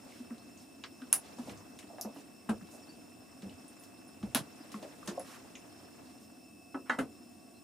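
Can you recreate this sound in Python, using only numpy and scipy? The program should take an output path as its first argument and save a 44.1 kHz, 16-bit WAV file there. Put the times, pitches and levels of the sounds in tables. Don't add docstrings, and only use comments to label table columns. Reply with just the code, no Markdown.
import sys
import numpy as np
from scipy import signal
from scipy.fft import rfft, irfft
from scipy.io import wavfile
from scipy.ndimage import uniform_filter1d

SR = 44100
rng = np.random.default_rng(int(sys.argv[2]) if len(sys.argv) > 2 else 0)


def file_out(sig):
    cols = np.atleast_2d(sig).T
    lim = np.clip(cols, -1, 1)
    pcm = np.round(lim * 32767).astype(np.int16)
    wavfile.write(sys.argv[1], SR, pcm)


def gain_from_db(level_db):
    decades = np.asarray(level_db, float) / 20
    return 10 ** decades


N = 336571

# frequency in Hz, density in dB per Hz.
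AIR = [(60, -30), (289, 0), (448, -14.5), (727, -9), (855, -20.5), (2470, -28.5), (8230, -30),
       (15000, -35.5)]
# frequency in Hz, width in Hz, level in dB rms.
WHINE = [(96.1, 13.7, -65), (260, 99, -59.5), (702.4, 37, -71.5), (1117, 49, -79), (2725, 16, -77.5),
         (5333, 41, -71), (5294, 170, -74), (7130, 53, -79.5), (8175, 450, -74), (9550, 370, -74),
         (13800, 400, -81), (14800, 400, -80), (2669, 77, -74.5), (5500, 690, -77)]
# frequency in Hz, likeness from 0 to 1.
LIKENESS = [(60, 0.12), (180, 0.42), (550, 0.13), (1650, 0.029), (4970, 0.73), (15000, 0.35)]
# time in seconds, level in dB rms.
COIL = [(0, -71.5), (1.5, -70.5), (3, -70), (4.5, -70.5), (5.6, -73.5), (6.4, -75.5), (6.52, -66.5),
        (6.75, -64.5), (6.9, -75), (7.63, -73)]
# time in seconds, rub level in dB.
RUSTLE = [(0, -62.5), (.5, -66), (.9, -70), (1.3, -59.5), (1.7, -64.5), (2.2, -65.5), (2.4, -69.5),
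          (2.75, -63.5), (3.2, -67.5), (3.6, -64), (4.1, -67), (4.7, -60.5), (5.45, -62), (5.9, -63.5),
          (6.3, -70), (6.7, -98.5), (7.2, -70), (7.63, -78)]
# frequency in Hz, density in dB per Hz.
RUB = [(200, 7.5), (600, 6.5), (1500, -1), (3000, -7.5), (8000, -9.5), (15000, -21)]
# start in seconds, length in seconds, centre in Hz,
# width in octaves, level in dB rms.
SWISHES = [(.05, .2, 2920, 3.5, -62), (0.567, 0.091, 6000, 3, -64), (1.224, 0.09, 3000, 2.5, -62),
           (1.361, 0.14, 5000, 4.6, -64), (1.368, 0.35, 1040, 0.5, -64.5), (1.424, 0.23, 105, 1, -54),
           (1.447, 0.1, 5000, 4.6, -58), (5.14, 0.04, 400, 1.2, -53), (1.955, 0.21, 1150, 0.34, -66),
           (2.13, .11, 3000, 7.2, -62.5), (2.494, 0.18, 101, 0.85, -58), (2.694, 0.093, 8340, 1.1, -59.5),
           (3.4, 0.16, 300, 1.2, -55.5), (3.417, 0.17, 91.5, 0.91, -57), (4.198, 0.13, 90, 1.15, -47),
           (4.704, 0.1, 5000, 5.3, -62), (5.218, 0.19, 3740, 8.7, -57), (5.252, 0.16, 1200, 1.1, -56),
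           (2.531, 0.14, 225, 0.27, -51), (6.015, 0.14, 5000, 2.1, -68), (6.18, .1, 8000, 2.8, -66),
           (6.845, 0.078, 1250, 1.1, -59), (4.351, .1, 141, .6, -48.5), (5.19, .07, 250, 0.87, -54.5),
           (5.046, 0.038, 500, 1.5, -56)]
# frequency in Hz, factor on t60.
SHED = [(300, 4.6), (1400, 1.45), (4000, 1.46), (10000, 1.51), (16000, 1.1)]
# start in seconds, peak in dB, pitch in Hz, width in octaves.
KNOCKS = [(0.062, -48.5, 598, 0.85), (1.019, -48.5, 1390, 0.39), (1.386, -42, 680, 1),
          (1.475, -40, 630, 0.5), (1.902, -43, 700, 0.45), (1.934, -45, 615, 0.53),
          (1.985, -37.5, 715, 0.42), (2.05, -36.5, 550, 1), (2.074, -44, 634, 0.52),
          (2.163, -47, 730, 0.97), (2.491, -34.5, 940, 0.88), (2.498, -40, 750, .51),
          (2.75, -47.5, 600, 0.87), (2.735, -49, 650, 0.44), (4.23, -44, 730, 1), (4.349, -36, 640, 0.43),
          (4.743, -41.5, 1110, 0.38), (4.829, -39, 616, 0.48), (6.988, -32.5, 1450, 0.36),
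          (6.984, -36, 700, 0.6)]
# start in seconds, peak in dB, centre in Hz, width in octaves.
TICKS = [(.121, -51, 2200, 0.22), (.305, -45, 1340, 0.63), (.381, -54, 4200, .45),
         (.575, -48.5, 6200, 0.54), (1.018, -48.5, 3200, 0.92), (1.387, -46, 5500, 1.3),
         (1.495, -40, 2330, 1.3), (1.575, -47, 6000, 0.74), (1.7894, -40.5, 2430, 1.6),
         (1.789, -41, 8100, 1.1), (1.828, -50, 1790, 1.1), (1.983, -46, 1460, 0.74),
         (2.1455, -54, 12500, .4), (2.171, -53, 2820, 0.19), (2.207, -51, 7000, 1), (2.61, -50, 1460, 0.38),
         (2.669, -50, 2600, 2.7), (3.421, -43.5, 1720, 2.3), (3.495, -48.5, 3000, .55),
         (3.6806, -44, 9200, .32), (3.798, -47.5, 9900, .13), (3.8366, -45.5, 8170, 1.9),
         (4.08, -49, 9700, .19), (4.2293, -42.5, 1670, 2.1), (4.718, -39, 3430, 9.8),
         (4.741, -45.5, 1990, 0.68), (4.827, -40, 2500, 2.5), (5.06, -43.5, 9700, 0.41),
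         (5.5533, -39.5, 2470, 0.62), (5.555, -43, 6500, .2)]
# start in seconds, peak in dB, pitch in Hz, t60 in seconds,
# loose rumble in dB relative to the thump.
THUMPS = [(0.204, -37.5, 238, 0.13, -25), (0.312, -35.5, 227, 0.12, -13.5),
          (1.022, -39.5, 241.6, 0.09, -12), (1.396, -33.5, 232, 0.12, -14), (1.484, -45.5, 197.6, 0.22, 3),
          (1.839, -47, 228, 0.059, -1.5), (2.057, -35, 212, 0.087, -10), (2.169, -48.5, 277, .24, 2.5),
          (2.496, -25, 210, 0.18, -17), (2.62, -44.5, 188, .14, -11), (2.884, -48.5, 242, 0.15, -2),
          (3.435, -40, 191, .19, -3.5), (4.234, -30, 200, 0.13, -12), (4.359, -23.5, 230, 0.05, -14.5),
          (4.4, -42, 204, 0.071, -17), (4.605, -46, 277, 0.061, -17), (4.745, -38, 205, 0.16, -5),
          (4.826, -43.5, 318, 0.063, -2.5), (5.083, -34, 195.5, 0.093, -5), (5.118, -44.5, 340, 0.12, -4),
          (6.751, -32, 260, 0.09, -12), (6.899, -35, 237, 0.19, -3), (6.992, -29.5, 257.7, 0.14, -9),
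          (7.292, -49, 233, .14, -25)]
# start in seconds, length in seconds, start pitch in Hz,
# level in dB, end pitch as a factor.
SQUEAKS = [(.39, .05, 4300, -71, 1), (2.808, 0.045, 5500, -60, 0.96), (2.827, .03, 4550, -67, 1.05),
           (2.876, 0.051, 4560, -57.5, 0.995), (2.91, .06, 4560, -69, 1.01), (3.8, .06, 13500, -65, 1.03),
           (4.59, 0.052, 5080, -62.5, 0.97), (7.525, 0.088, 4100, -70.5, 1.01)]

# frequency in Hz, density in dB per Hz.
CLIP = [(290, -25), (500, -5), (795, -11.5), (1550, -0.5), (2000, -3), (5000, -7), (8000, -28),
        (16000, -41)]
LATCH = [(290, -54), (698, -20.5), (1870, -17), (3150, -31.5), (5400, -18), (7980, -18), (10100, -1.5),
         (16000, -37)]
CATCH = [(880, -30), (1500, -28), (2440, -37), (5540, 4), (8160, -7), (12000, 2.5), (15000, -8),
         (16000, -45)]
SOCKET = [(290, -20), (706, -2.5), (1750, -1), (2150, -8), (2850, -3.5), (7930, -11), (9700, -9.5),
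          (15600, -21)]
PANEL = [(500, -6.5), (1000, -15), (1330, -11.5), (1900, -22.5), (2700, -19), (5500, -31), (9750, -23.5),
         (15500, -43)]
PLUG = [(290, -30), (500, -7), (960, -1.5), (1400, 2.5), (1770, -7), (2430, -19), (9360, -34), (16000, -62)]
# start in seconds, peak in dB, shed level in dB, t60 in seconds,
# tilt in dB per octave, thing struck.
BLOWS = [
    (0.837, -31, 1.5, 0.087, 0, CLIP),
    (1.127, -5, -6.5, 0.13, -0.2, LATCH),
    (2.011, -25, -2.5, 0.12, -3.5, CATCH),
    (2.492, -31, 9, 0.095, -0.66, PANEL),
    (4.347, -14.5, 0, .14, 0.3, SOCKET),
    (5.075, -30.5, 2.5, 0.16, -4, SOCKET),
    (5.195, -32, -4, .13, -3, LATCH),
    (6.744, -39.5, 11.5, 0.09, -4, PLUG),
    (6.8955, -26, 6.5, 0.19, 1.7, PLUG),
    (6.987, -27.5, 6.5, 0.13, -.5, PANEL),
]
# start
# in seconds, peak in dB, centre in Hz, width in octaves, shed level in dB.
RINGS = [(1.127, -37, 1275, 0.067, -7), (1.1275, -28.5, 2800, 0.55, -2.5), (2.011, -29, 12100, 0.25, -5),
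         (2.491, -42, 1540, 0.26, 6), (4.348, -15, 11300, 0.35, -6.5), (5.028, -43.5, 1280, 0.3, -1),
         (5.075, -30.5, 5700, 1.2, 1), (1.1402, -22, 10300, 0.2, -8), (1.1278, -27, 14800, 0.3, 0),
         (6.8972, -23, 1730, 0.23, -4)]

# mode in Hz, level in dB, t60 in seconds.
SHELL = [(501, -12.5, 0.11), (894, -3.5, 0.12), (1082, -3, 0.088), (1297, -7, 0.11), (1480, -0.5, 0.096),
         (1730, -3, 0.12), (1840, -11, 0.31), (1970, -12, 0.3), (2105, -16, 0.24), (2729, -16.5, 0.1),
         (3100, -20, 0.19), (3810, -25, 0.095)]
SHELL_FLAT = [(419, -5, 0.27), (527, 0.5, 0.11), (734, -19, 0.06), (888, -20, 0.37), (1340, -7, 0.1),
              (1513, -15, 0.56), (1701, -8, 0.082), (1922, -24, 0.59), (2067, -10, 0.13), (2630, -16, 0.1)]
SHELL_EDGE = [(377, 1, 0.22), (560, -2, .12), (813, -4, 0.12), (1292, -5, .15), (1497, -6, .13),
              (1690, -9, .1), (1970, -15, .08), (3100, -16, .05), (3300, -18, .05)]
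LID = [(549, 0, .075), (707, 0, .05), (890, -16, .06), (1078, -14, .06)]
COVER = [(350, -0.5, 0.18), (600, -5, .15), (1094, -4, .1), (1380, -16, .15), (1790, -12, .08)]
SPRING = [(7490, -16, .08), (8400, -12, .09), (9300, -6, .1), (9895, 0, .07), (10340, -3, .11),
          (10510, -3, .09), (10780, -5.5, .1), (11300, -8, .09)]
BRACKET = [(700, 2, .09), (960, -7, .08), (1257, -5, 0.13), (1590, -2, .06), (2820, -9, 0.054)]
# start in seconds, level in dB per mode, rise in milliseconds,
# left over right in dB, body.
STRIKES = [(6.7435, -40, .6, -1.1, SHELL_EDGE), (6.8965, -26.5, 0.39, -2.1, SHELL),
           (6.9005, -31.5, .3, 0, SHELL), (6.9055, -33, 0.33, 0, SHELL),
           (6.9865, -32.5, 1.1, -.6, SHELL_FLAT), (5.1745, -26.5, 2.2, -.6, LID),
           (5.1935, -31.5, 1.9, -.6, LID), (5.2085, -37, 2.1, -.6, LID), (5.077, -40.5, 1.5, -.6, COVER),
           (5.103, -43, 1.5, -.6, COVER), (1.1282, -31.5, .2, -.6, SPRING), (2.492, -40, .8, .3, BRACKET),
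           (6.9855, -38, 1.5, -.6, BRACKET), (4.3485, -43, .8, -.6, SHELL)]


def evened(x):
    return x / np.sqrt(np.mean(x ** 2) + 1e-20)


def read(points, hz):
    f, value = np.transpose(points)
    return np.interp(np.log(hz + 1), np.log(f + 1), value)


def pair(z, same):
    mid, side = z[0] + 1j * z[1], z[2] + 1j * z[3]
    same = np.clip(same, -1, 1)
    a, b = np.sqrt((1 + same) / 2), np.sqrt((1 - same) / 2)
    return np.array([a * mid + b * side, a * mid - b * side])


def noise(shape_db, level_db, same, patchy_db, size):
    hop = size // 4
    frames, hz = N // hop + 5, np.fft.rfftfreq(size, 1 / SR)
    z = rng.standard_normal((frames, len(hz), 5)).T
    patches = uniform_filter1d(z[4], size=9, axis=0)
    patches = evened(uniform_filter1d(patches, size=9, axis=1))
    gain = gain_from_db(shape_db(hz)[:, None] + patchy_db * patches)
    spectra = pair(z, same(hz)[:, None]) * gain
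    sound = signal.istft(spectra, nperseg=size, noverlap=size - hop)[1][:, :N]
    return gain_from_db(level_db) * evened(sound)


def whine_db(hz):
    power = 0
    for centre_hz, width_hz, db in WHINE:
        power = power + gain_from_db(2 * db) / width_hz / (1 + (2 * (hz - centre_hz) / width_hz) ** 2) ** 2
    return 10 * np.log10(power)


def room_tone():
    total_db = 10 * np.log10(sum(gain_from_db(2 * db) for _, _, db in WHINE))
    whine = noise(whine_db, total_db, lambda hz: 0.88 + 0 * hz, 0.2, size=2048)
    air = noise(lambda hz: read(AIR, hz), -59, lambda hz: read(LIKENESS, hz), 0.92, size=1024)
    return whine + air


def coil():
    t, pitch_hz = np.arange(N) / SR, 2613
    waver = evened(uniform_filter1d(rng.standard_normal(N), size=3000))
    level_db = np.interp(t, *np.transpose(COIL)) + 1.3 * waver
    phase = 2 * np.pi * pitch_hz * t + 0.39 * np.roll(waver, shift=9000)
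    return np.sqrt(2) * gain_from_db(level_db - 1.0) * np.sin(phase)


def rustle():
    s, db = np.transpose(RUSTLE)
    steady_db = db.min() + 17.0
    over = np.sqrt(np.maximum(gain_from_db(2 * db) - gain_from_db(2 * steady_db), 1e-12))
    grain = noise(lambda hz: read(RUB, hz), 5.04, lambda hz: 0.27 + 0 * hz, 2.55, size=256)
    return np.interp(np.arange(N) / SR, s, over) * grain


def add(mix, s, sound):
    part = mix[:, round(s * SR):][:, :sound.shape[-1]]
    part += sound[..., :part.shape[1]]


def hump(centre_hz, octaves, size):
    hz = np.fft.rfftfreq(size, 1 / SR) + 1
    return -12.0 * abs(np.log2(hz / centre_hz) / octaves) ** 1.26 - 6.3 * (hz / 13000) ** 4


def swishes():
    out, size = np.zeros((2, N)), 16000
    for s, length, centre_hz, octaves, db in SWISHES:
        z = rng.standard_normal((3, size))
        grit = gain_from_db(0.51 * evened(uniform_filter1d(z[2], size=60)))
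        sides = np.array([z[0] + 0.11 * z[1], z[0] - 0.7 * z[1]]) * grit
        brushed = evened(irfft(rfft(sides) * gain_from_db(hump(centre_hz, octaves, size=size))))
        stroke = signal.windows.tukey(min(round(length * SR), size), .7)
        add(out, s, gain_from_db(db) * stroke * brushed[:, :len(stroke)])
    return out


def causal(db):
    log_gain = np.maximum(db, -70) * np.log(10) / 20
    phase = -signal.hilbert(np.r_[log_gain, log_gain[-2:0:-1]]).imag[:len(db)]
    return irfft(np.exp(log_gain + 1j * phase))[:len(db)]


def click(colour_db, shed_db, t60, same=0.73, cut=0.059):
    hz, t = np.fft.rfftfreq(128, 1 / SR)[:, None], np.arange(180) * 32 / SR
    tail_db = -60 * t / (t60 * read(SHED, hz)) - 4.0 * (t / cut) ** 3
    likeness = same - .35 * (hz / 14000) ** 2
    spectra = pair(rng.standard_normal((4, 65, 180)), likeness) * gain_from_db(tail_db)
    tail = signal.istft(spectra, nperseg=128, noverlap=96)[1]
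    tail = tail * np.minimum(np.arange(tail.shape[1]) / (0.00086 * SR), 1)
    chatter = np.zeros_like(tail)
    chatter[:, [0, 13, 26, 47, 90, 154]] = .6, 1, .5, .6, .3, .25
    colour = causal(colour_db)[None, None]
    direct, shed = signal.fftconvolve(np.array([chatter, tail]), colour, axes=2)
    return direct / abs(direct).max() + gain_from_db(shed_db - 17) * shed / shed[:, 200:900].std()


def knocks():
    out = np.zeros((2, N))
    for s, db, centre_hz, octaves in KNOCKS:
        knock = click(hump(centre_hz, octaves, size=1024), shed_db=9.5, t60=0.081, same=0.8)
        add(out, s - .0015, gain_from_db(db - 2.0) * knock)
    return out


def ticks():
    out = np.zeros((2, N))
    for s, db, centre_hz, octaves in TICKS:
        add(out, s, gain_from_db(db) * click(hump(centre_hz, octaves, size=1024), shed_db=0.5, t60=0.12))
    return out


def panel_ring(hz, t60, rise, spread, count):
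    t, draw = np.arange(round(.3 * SR)) / SR, rng.uniform(-1.005, 1, (count, 3))
    order = np.arange(count)[:, None]
    detune = spread * draw[:, :1] * (order > 0)
    sag, sag_s = 0.16, 0.013
    turn = 2 * np.pi * hz * (1 + detune) * (t + sag * sag_s * (1 - np.exp(-t / sag_s)))
    sides = []
    for side in (1, -1):
        phase = 2.77 * draw[:, 1:2] + side * 0.05 * draw[:, 2:]
        sides.append((.35 ** order * np.sin(turn + phase)).sum(0))
    swell = (1 - np.exp(-t / max(rise, .0022))) ** 2
    sound = np.array(sides) * swell * gain_from_db(-60 * t / t60 - 5.9 * (t / 0.067) ** 3)
    return sound / abs(sound).max()


def thumps():
    out = np.zeros((2, N))
    soft_rise_ms, hard_from_db, quicker_ms_per_db = 8, -33.5, 0.7
    for s, db, hz, t60, rumble_db in THUMPS:
        rise_ms = soft_rise_ms - quicker_ms_per_db * max(db - hard_from_db, 0)
        add(out, s - .006, gain_from_db(db) * panel_ring(hz, t60, rise_ms / 1000, 0.2, count=3))
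        rumble = click(hump(284, 1.0, size=2048), shed_db=9.2, t60=0.13, same=0.94, cut=0.15)
        add(out, s - .004, gain_from_db(db + rumble_db) * rumble)
    return out


def squeaks():
    out = np.zeros((2, N))
    for s, length, hz, db, glide in SQUEAKS:
        count = round(length * SR)
        waver = evened(uniform_filter1d(rng.standard_normal(6000), size=150))[:count]
        pitch = np.linspace(1, glide, count) + 0.022 * waver
        tone = np.sin(2 * np.pi * hz * np.cumsum(pitch) / SR)
        add(out, s, gain_from_db(db + 2.5) * np.hanning(count) * tone)
    return out


def snaps():
    out, hz = np.zeros((2, N)), np.fft.rfftfreq(1024, 1 / SR)
    pan_db = np.array([[-.25], [.25]])
    for s, db, shed_db, t60, tilt_db, thing in BLOWS:
        colour_db = read(thing, hz) + tilt_db * np.log2(hz / 1000 + 0.18)
        add(out, s + .0008, gain_from_db(db + pan_db) * click(colour_db, shed_db, t60))
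    return out


def snap_rings():
    out = np.zeros((2, N))
    for s, db, centre_hz, octaves, shed_db in RINGS:
        add(out, s, gain_from_db(db) * click(hump(centre_hz, octaves, size=1024), shed_db, t60=0.12))
    return out


def struck_bodies():
    out, t = np.zeros((2, N)), np.arange(6000) / SR
    for s, db, rise_ms, pan_db, body in STRIKES:
        f, mode_db, t60 = np.transpose(body)[:, :, None]
        decay = gain_from_db(mode_db - 60 * t / np.minimum(t60, .22) - 5.0 * (t / 0.084) ** 3)
        modes = decay * (1 - np.exp(-1000 * t / max(rise_ms, .05))) ** 2
        lean = 0.27 * np.cos(f / 170)
        sides = []
        for side in (1, -1):
            tone = (modes * np.sin(2 * np.pi * f * t + side * lean)).sum(0)
            sides.append(tone * gain_from_db(db + side * pan_db / 2))
        add(out, s, np.array(sides))
    return out


def scene():
    faint = room_tone() + coil() + rustle() + swishes()
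    edge = signal.firwin(255, 15300, window=("kaiser", 7), fs=SR)
    faint = signal.oaconvolve(faint, edge[None], "same")
    handling = knocks() + ticks() + thumps() + squeaks()
    return faint + handling + snaps() + snap_rings() + struck_bodies()


def low_pass(x):
    return signal.sosfilt(signal.butter(12, 16830, fs=SR, output="sos"), x)


def record(dry):
    bass_cut = signal.butter(2, 87, "high", fs=SR, output="sos")
    edge = signal.firwin(255, 16200, window=("kaiser", 9), fs=SR)
    mix = signal.oaconvolve(signal.sosfilt(bass_cut, dry), edge[None], "same")
    return low_pass(mix)


dry = scene()
out = record(dry)
file_out(out)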